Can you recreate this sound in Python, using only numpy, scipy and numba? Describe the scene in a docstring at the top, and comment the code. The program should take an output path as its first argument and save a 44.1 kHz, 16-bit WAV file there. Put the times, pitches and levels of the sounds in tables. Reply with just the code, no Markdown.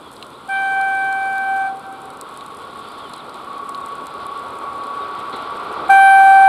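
"""The high air horn of an electric locomotive sounds twice, first far off, then close, as the train nears
a country platform. A diaphragm chops the air into a harmonic series, and the trees reflect it.
Rough wheels roar on the rails and knock once at a joint; the traction gears whine and throb.
Drops tick nearby and small birds chirp over a high hiss and the murmur of the countryside.
An automatic gain control turns everything down under the close blast."""
import sys
import numpy as np
from scipy import signal
from scipy.fft import rfft, irfft, next_fast_len
from scipy.io import wavfile
from scipy.ndimage import map_coordinates
from numba import njit

SR = 44100
rng = np.random.default_rng(int(sys.argv[2]) if len(sys.argv) > 2 else 0)


def bounce(signal):
    """Save signal as a 16-bit WAV file at the path given by the first command-line argument."""
    frames = np.transpose(np.atleast_2d(signal))
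    limited = np.clip(frames, -1, 1)
    pcm = np.round(limited * 32767).astype(np.int16)
    wavfile.write(sys.argv[1], SR, pcm)


N = 285768
T = np.arange(N) / SR
OPEN_S, SHUT_S = 0.015, 0.038  # horn valve: rise time, decay time constant


def horn(blast, partials, sharp_hz=4.8, settle_s=.25, droop_hz=6, bloom_s=0.033):
    """Periodic flow: a diaphragm chops air into harmonics; turbulence on the way makes them flutter."""
    # swell and fade of the fundamental on its way through the air: (time [s], level [dB])
    swell = [(.5, -2.5), (.66, 0), (.73, -1.5), (.8, 2.5), (.95, 0), (1.44, -2), (1.51, 3), (1.68, 0),
             (5.9, -3.5), (6.15, 0.5), (6.48, 1)]
    # mellowing as the pressure sinks: (harmonic number, fade rate [dB/s])
    mellowing = [(2, 5.5), (3, 7.5), (4, 16), (5, 7), (6, 1), (8, 3), (11, 3.5), (20, 3.5)]
    # air rushing through the horn: (frequency [Hz], spectral level [dB])
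    rush_spectrum = [(40, -35), (300, -15), (680, -8), (780, -2), (950, -12), (1500, -9), (1800, -28),
                     (2400, -17), (4200, -19), (5300, -32), (7000, -36), (9000, -28), (12000, -34),
                     (15000, -54)]
    start, stop, settled_hz, level_db, held_db, side_db, rush_db = blast
    pressure = gate(start, stop, OPEN_S, SHUT_S)
    age = np.clip(T - start, 0, stop - start)
    past_middle = age - (stop - start) / 2
    # the note starts sharp, settles, then drops as the air bleeds away
    hz = settled_hz + sharp_hz * np.exp(-age / settle_s) - droop_hz * (1 - pressure) * (T > stop)
    phase = phase_of(hz * (1 + 0.00058 * walk(55)))
    note = 0
    for k, (_, db) in enumerate(partials, 1):
        fade_db = np.interp(k, *np.transpose(mellowing)) * past_middle
        if k == 1:
            shape_db = curve(swell)
        elif k <= 5:  # low overtones bloom late
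            shape_db = -fade_db - held_db * np.exp(-age / bloom_s)
        else:  # the brassy top speaks at once
            shape_db = 0.5 - fade_db
        flutter_db = 0.2372 * min(k, 8) * (walk(25) + 1.5 * walk(5))
        bite = pressure ** (min(k, 3) / 2 - .5)  # overtones need full pressure
        note += bite * undb(db + shape_db + flutter_db) * np.sin(k * phase + 0.02 * k * walk(50))
    # a weak, unsteady side tone lies a whole step below the note
    side_phase = phase_of(hz * .891 + 3 * walk(16))
    side = undb(2 * walk(8)) * (np.sin(side_phase) + 0.69 * np.sin(2 * side_phase))
    rush = undb(rush_db) * noise(rush_spectrum)
    return undb(level_db) * pressure * (np.sqrt(2) * (note + undb(side_db) * side) + rush)


def horn_sag(start=1.58, length_s=0.16, from_hz=765, to_hz=720, db=-30.5):
    """Pitch follows pressure: as the air drains, a faint tone glides flat and dies."""
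    progress = np.clip((T - start) / length_s, 0, 1)
    return undb(db) * np.sin(np.pi * progress) * np.sin(phase_of(from_hz + (to_hz - from_hz) * progress))


def horn_blasts():
    """Superposition of two blasts and their echoes, which are turned down while the horn sounds."""
    # far blast, then near: (valve opens [s], valve shuts [s], settled pitch [Hz], level [dB],
    # initial cut of low overtones [dB], relative side tone [dB], relative air rush [dB])
    blasts = [(0.482, 1.674, 775.7, -23, 12.5, -26, -22.5), (5.89, 6.6, 777.2, -2.5, 9, -27.5, -27)]
    # horn spectrum from afar: (harmonic number, relative level [dB])
    far_partials = [(1, 1), (2, 0), (3, -12), (4, -27.5), (5, -36), (6, -43), (7, -55), (8, -47), (9, -46),
                    (10, -46), (11, -36.5), (12, -39.5), (13, -45), (14, -43), (15, -52), (16, -55),
                    (17, -58), (18, -58), (19, -58), (20, -61)]
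    # horn spectrum close by: (harmonic number, relative level [dB])
    near_partials = [(1, 2), (2, -5.5), (3, -17), (4, -33), (5, -35), (6, -47), (7, -57), (8, -47),
                     (9, -51.5), (10, -47), (11, -39.5), (12, -41), (13, -39.5), (14, -42), (15, -49),
                     (16, -50), (17, -53), (18, -57), (19, -61), (20, -69)]
    far, near = horn(blasts[0], far_partials), horn(blasts[1], near_partials)
    echo_gain = 1 - .8 * sum(gate(start, stop, OPEN_S, SHUT_S) for start, stop, *_ in blasts)
    return far + near + horn_sag() + echo_gain * tree_echoes(far + undb(-20.5) * near)


def tree_echoes(sound, first_s=.04, last_s=.6, fade_db_per_s=32.5, sway=0.56, count=20):
    """Reflection from trees: later echoes are fainter; swaying leaves modulate them and absorb treble."""
    echoes = np.zeros(N)
    for delay in np.linspace(first_s, last_s, count) + .02 * rng.random(count):
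        db = -15 - fade_db_per_s * (delay - first_s)
        add(echoes, delay, undb(db) * sound * (1 + sway * walk(11)))
    return colour(echoes, [(800, 0), (1600, -4.5), (3000, -9)])


def wheels(start_distance_m=122, speed_m_s=15.25):
    """Roughness excitation: sleepers rumble and rails roar, louder as the distance shrinks."""
    # rolling noise: (frequency [Hz], spectral level [dB])
    roll_spectrum = [(15, -58.5), (40, -39), (80, -8), (130, -19.5), (250, -7), (420, 1), (650, -3),
                     (900, 0.5), (1150, 2), (1400, 1.5), (1550, -10), (1750, -18), (2400, -14.5),
                     (3200, -26), (6000, -42), (16000, -75)]
    nearness = start_distance_m / (start_distance_m - speed_m_s * T)
    roll = noise(roll_spectrum)
    low = colour(roll, [(550, 6), (850, -5)])
    rumble = low * nearness ** 1.069 * undb(-40.5 + 0.4 * walk(15))
    roar = (roll - low) * nearness ** 1.146 * undb(-40.5 + walk(25))
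    return rumble + roar


def gears(mesh_hz=1083.5, rise_hz_per_s=9.15, shaft_hz=32.56, roughness=0.25):
    """Amplitude modulation: each shaft turn swells the rising whine of meshing teeth, adding sidebands."""
    # gear whine: (time [s], level [dB])
    whine_levels = [(0, -51), (1.2, -43.5), (2.0, -47.5), (2.25, -41), (2.8, -38.5), (3.38, -44),
                    (3.5, -31.5), (3.85, -28.5), (4.1, -35), (4.28, -26.5), (4.47, -32.5), (4.65, -28),
                    (5.1, -28), (5.35, -31), (6.48, -29.5)]
    # throb, as the upper sideband relative to the mesh tone: (time [s], level [dB])
    throb_levels = [(0, -3.5), (3.5, -4), (4.3, -16.5), (5.2, -14.5), (6.48, 2)]
    mesh = phase_of(mesh_hz + rise_hz_per_s * T + 1.32 * walk(9.8))
    shaft = phase_of(shaft_hz + 1.43 * walk(6.2))
    sidebands = undb(curve(throb_levels)) * np.sin(mesh + shaft) + 0.13 * np.sin(mesh - shaft)
    uneven_teeth = roughness * (walk(45) * np.sin(mesh) + walk(45) * np.cos(mesh))
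    return unit(np.sin(mesh) + sidebands + uneven_teeth) * undb(curve(whine_levels) + walk(13))


def rail_joint(start=5.326, db=-30):
    """Impact excitation: one wheel strikes a joint, giving a dull thud with a light clink on top."""
    ring = noise([(40, -29), (300, 3.5), (1200, -3), (1900, -11), (3000, -15), (3900, -0.5),
                  (5200, -30), (12000, -50)])
    return ring * gate(start, start + 0.013, rise_s=0.0026, fall_s=0.032) * undb(db)


def drops_and_clicks(faint_count=1100):
    """Brief impacts are broadband: drops splash and tap, among a click, sharp snaps and a soft hiss."""
    # near drops and, at 0.491 s, a short click as the far horn starts:
    # (time [s], level [dB], tap relative to splash [dB]), before offsets and filtering
    ticks = [(0.1654, -36, 1), (0.491, -32, -4), (0.8125, -25.5, -10), (1.1267, -25, -9),
             (1.382, -26.5, -11), (2.104, -32, -2), (2.2123, -18.5, -11.5), (2.374, -26, -23),
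             (2.4633, -29, -12), (3.1356, -27, 1), (3.295, -32, -2), (3.343, -32.5, -6), (3.694, -24, -21),
             (3.8612, -24.5, -20), (4.069, -23, -12), (4.2665, -26, -20), (4.8373, -33, -3)]
    # sharp snaps: (time [s], level before filtering [dB], time to decay by 60 dB [s])
    snaps = [(0.226, -11.5, 0.018), (2.409, -22, 0.028), (3.138, -21, 0.021), (3.747, -13, 0.011)]
    # splash of a drop: (frequency [Hz], gain [dB])
    splash_filter = [(1000, -41), (2500, -21), (5000, -4), (6500, -6), (8000, 5.5), (10000, 4),
                     (13000, -6.5), (16000, -28)]
    # tap of the surface it lands on: (frequency [Hz], gain [dB])
    tap_filter = [(1200, -27), (2600, -25), (4000, 0.5), (5200, -13.5), (7000, -27), (16000, -43)]
    # hiss of the wet air: (frequency [Hz], spectral level [dB])
    air_spectrum = [(100, -30), (2000, -12), (5000, -8), (6600, -10), (7700, -1), (10000, 0), (12000, -6),
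                    (14000, -15), (16000, -25)]
    splash, tap, snap = np.zeros((3, N))
    for start, db, tap_db in ticks:
        add(splash, start, undb(db + 3.5) * burst(0.0058))
        add(tap, start, undb(db + tap_db + 16.5) * burst(0.021))
    for start, db, t60 in snaps:
        add(snap, start, undb(db) * burst(t60))
    for when, size, hardness in rng.random((faint_count, 3)):
        drop = undb(-46 + 15 * size ** 5) * burst(0.011)  # loud ones are rare
        add(splash, when * N / SR, drop)
        add(tap, when * N / SR, undb(-2) * hardness * drop)
    snap = colour(snap, [(300, -40), (1200, -20), (2300, -5.5), (3700, 7), (4500, 1.5), (5500, -22),
                         (7000, -14), (14000, -31)])
    hiss = noise(air_spectrum) * undb(-60 + .8 * walk(6))
    return colour(splash, splash_filter) + colour(tap, tap_filter) + snap + hiss


def birds(waver_depth=0.01):
    """Frequency glides make thin chirps; fast random modulation of pitch and level roughens them."""
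    # chirps: (time [s], duration [s], start pitch [Hz], end pitch [Hz], relative level [dB])
    chirps = [(.04, .07, 3450, 3200, -51), (.33, .045, 3300, 4200, -51), (.552, .022, 3900, 2700, -43),
              (2.86, .07, 4400, 4850, -52), (3.0, .085, 3650, 2900, -45), (3.175, .025, 3900, 4050, -42),
              (3.195, .025, 4300, 2700, -41), (3.81, .035, 3900, 3500, -48), (5.01, .035, 3900, 3550, -42)]
    song, tremble = np.zeros(N), walk(290)
    for start, length_s, from_hz, to_hz, db in chirps:
        progress = np.linspace(0, 1, int(length_s * SR))
        glide_hz = from_hz + (to_hz - from_hz) * progress
        waver = 1 + waver_depth * np.roll(tremble, -int(start * SR))[:len(progress)]
        envelope = np.sqrt(np.abs(np.sin(np.pi * progress)))
        add(song, start, undb(db) * envelope * np.sin(phase_of(glide_hz * waver)))
    return song * undb(2.5 * walk(120) + 1)


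def high_hiss():
    """Modulated noise: a hiss near 3.5 kHz swells and fades, probably distant birds or insects."""
    # high hiss: (frequency [Hz], spectral level [dB])
    hiss_spectrum = [(1500, -3), (2400, -9), (3400, 5), (4200, -0.5), (5000, -10), (6300, -31), (8000, -23),
                     (16000, -48)]
    # its swells: (time [s], level [dB])
    hiss_levels = [(0, -52), (.6, -50), (1.4, -52.5), (2.1, -51), (2.9, -46), (3.7, -49), (4.25, -45.5),
                   (4.65, -48.5), (5.3, -44), (5.8, -42.5), (6.48, -41.5)]
    return noise(hiss_spectrum) * undb(curve(hiss_levels) + walk(16))


def countryside(db=-47.5):
    """Stationary noise: a low, steady murmur lies under everything."""
    # murmur: (frequency [Hz], spectral level [dB])
    murmur_spectrum = [(15, -46), (40, -27), (85, -5), (110, -5.5), (140, 1), (190, -3.5), (250, 4.5),
                       (400, -5), (800, -9), (3000, -47), (16000, -83)]
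    return noise(murmur_spectrum) * undb(db)


def undb(db):
    """Decibels to amplitude ratio."""
    return 10 ** (np.asarray(db) / 20)


def unit(x):
    """Normalisation to rms 1."""
    return x / np.sqrt(np.mean(x ** 2))


def curve(table):
    """Linear interpolation of (time [s], level [dB]) points at every sample."""
    return np.interp(T, *np.transpose(table))


def colour(x, points):
    """Spectral shaping by (frequency [Hz], gain [dB]) points."""
    hz, db = np.transpose(points)
    size = next_fast_len(N + SR // 4)
    bins = np.maximum(np.fft.rfftfreq(size, 1 / SR), 1)
    gain = undb(np.interp(np.log(bins), np.log(hz), db))
    return irfft(rfft(x, size) * gain, size)[:N]


def noise(points):
    """Filtered white noise of rms 1."""
    return unit(colour(rng.standard_normal(N), points))


def walk(rate_hz):
    """Smooth random fluctuation with spread near 1 and bandwidth near rate_hz."""
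    knots = rng.standard_normal(2 ** 13)
    coarse = T[::8]
    smooth = map_coordinates(knots, [2 * rate_hz * coarse], order=2, mode="mirror")
    return np.interp(T, coarse, 1.1 * smooth)


def phase_of(hz):
    """Phase [rad] as the integral of frequency."""
    return 2 * np.pi * np.cumsum(hz) / SR


def add(track, start, sound):
    """Superposition of a sound on a track from start [s]."""
    i = int(np.clip(start * SR, 0, N - 1))
    track[i:i + len(sound)] += sound[:N - i]


def burst(t60):
    """Exponential decay: a crack of noise falls 60 dB in t60 [s], which also sets its energy."""
    decay = np.exp(-np.log(1000) * T[:SR // 8] / t60)
    crack = rng.standard_normal(len(decay)) * decay
    return crack * np.linalg.norm(decay) / np.linalg.norm(crack) / 2


def gate(start, stop, rise_s, fall_s):
    """Envelope with a linear rise from start and an exponential decay from stop."""
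    return np.clip((T - start) / rise_s, 0, 1) * np.exp(-np.maximum(T - stop, 0) / fall_s)


@njit
def follow(x, attack, release):
    """Envelope detection: one-pole smoothing with separate rates for rise and fall."""
    out, level = np.empty(len(x)), 0.
    for i in range(len(x)):
        level += (x[i] - level) * (attack if x[i] > level else release)
        out[i] = level
    return out


def scene():
    """Mid-side stereo: all sources lie ahead; only a trace of scattered sound differs between the ears."""
    mid = horn_blasts() + gears() + wheels() + high_hiss() + rail_joint()
    mid += drops_and_clicks() + birds() + countryside()
    scattered = np.zeros(N)
    add(scattered, .01, mid * walk(20))
    side = undb(-27.5) * colour(scattered, [(60, -4), (250, -33), (700, 6.5), (1100, 6), (2200, -18),
                                            (4200, 3), (8000, 6.5)])
    return np.array([mid + side, mid - side])


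def record(dry, threshold=0.74, attack_s=0.0012, release_s=0.39, look_ahead_s=.004, cutoff_hz=15700):
    """Automatic gain control ducks the whole mix under the close horn; a low-pass cuts the top."""
    envelope = follow(np.abs(dry).mean(axis=0), 1 / (attack_s * SR), 1 / (release_s * SR))
    ahead = np.interp(T + look_ahead_s, T, envelope)
    held = dry * threshold / np.maximum(ahead, threshold)
    return signal.sosfilt(signal.ellip(10, .1, 90, cutoff_hz, fs=SR, output="sos"), held)


dry = scene()
out = record(dry)
bounce(out)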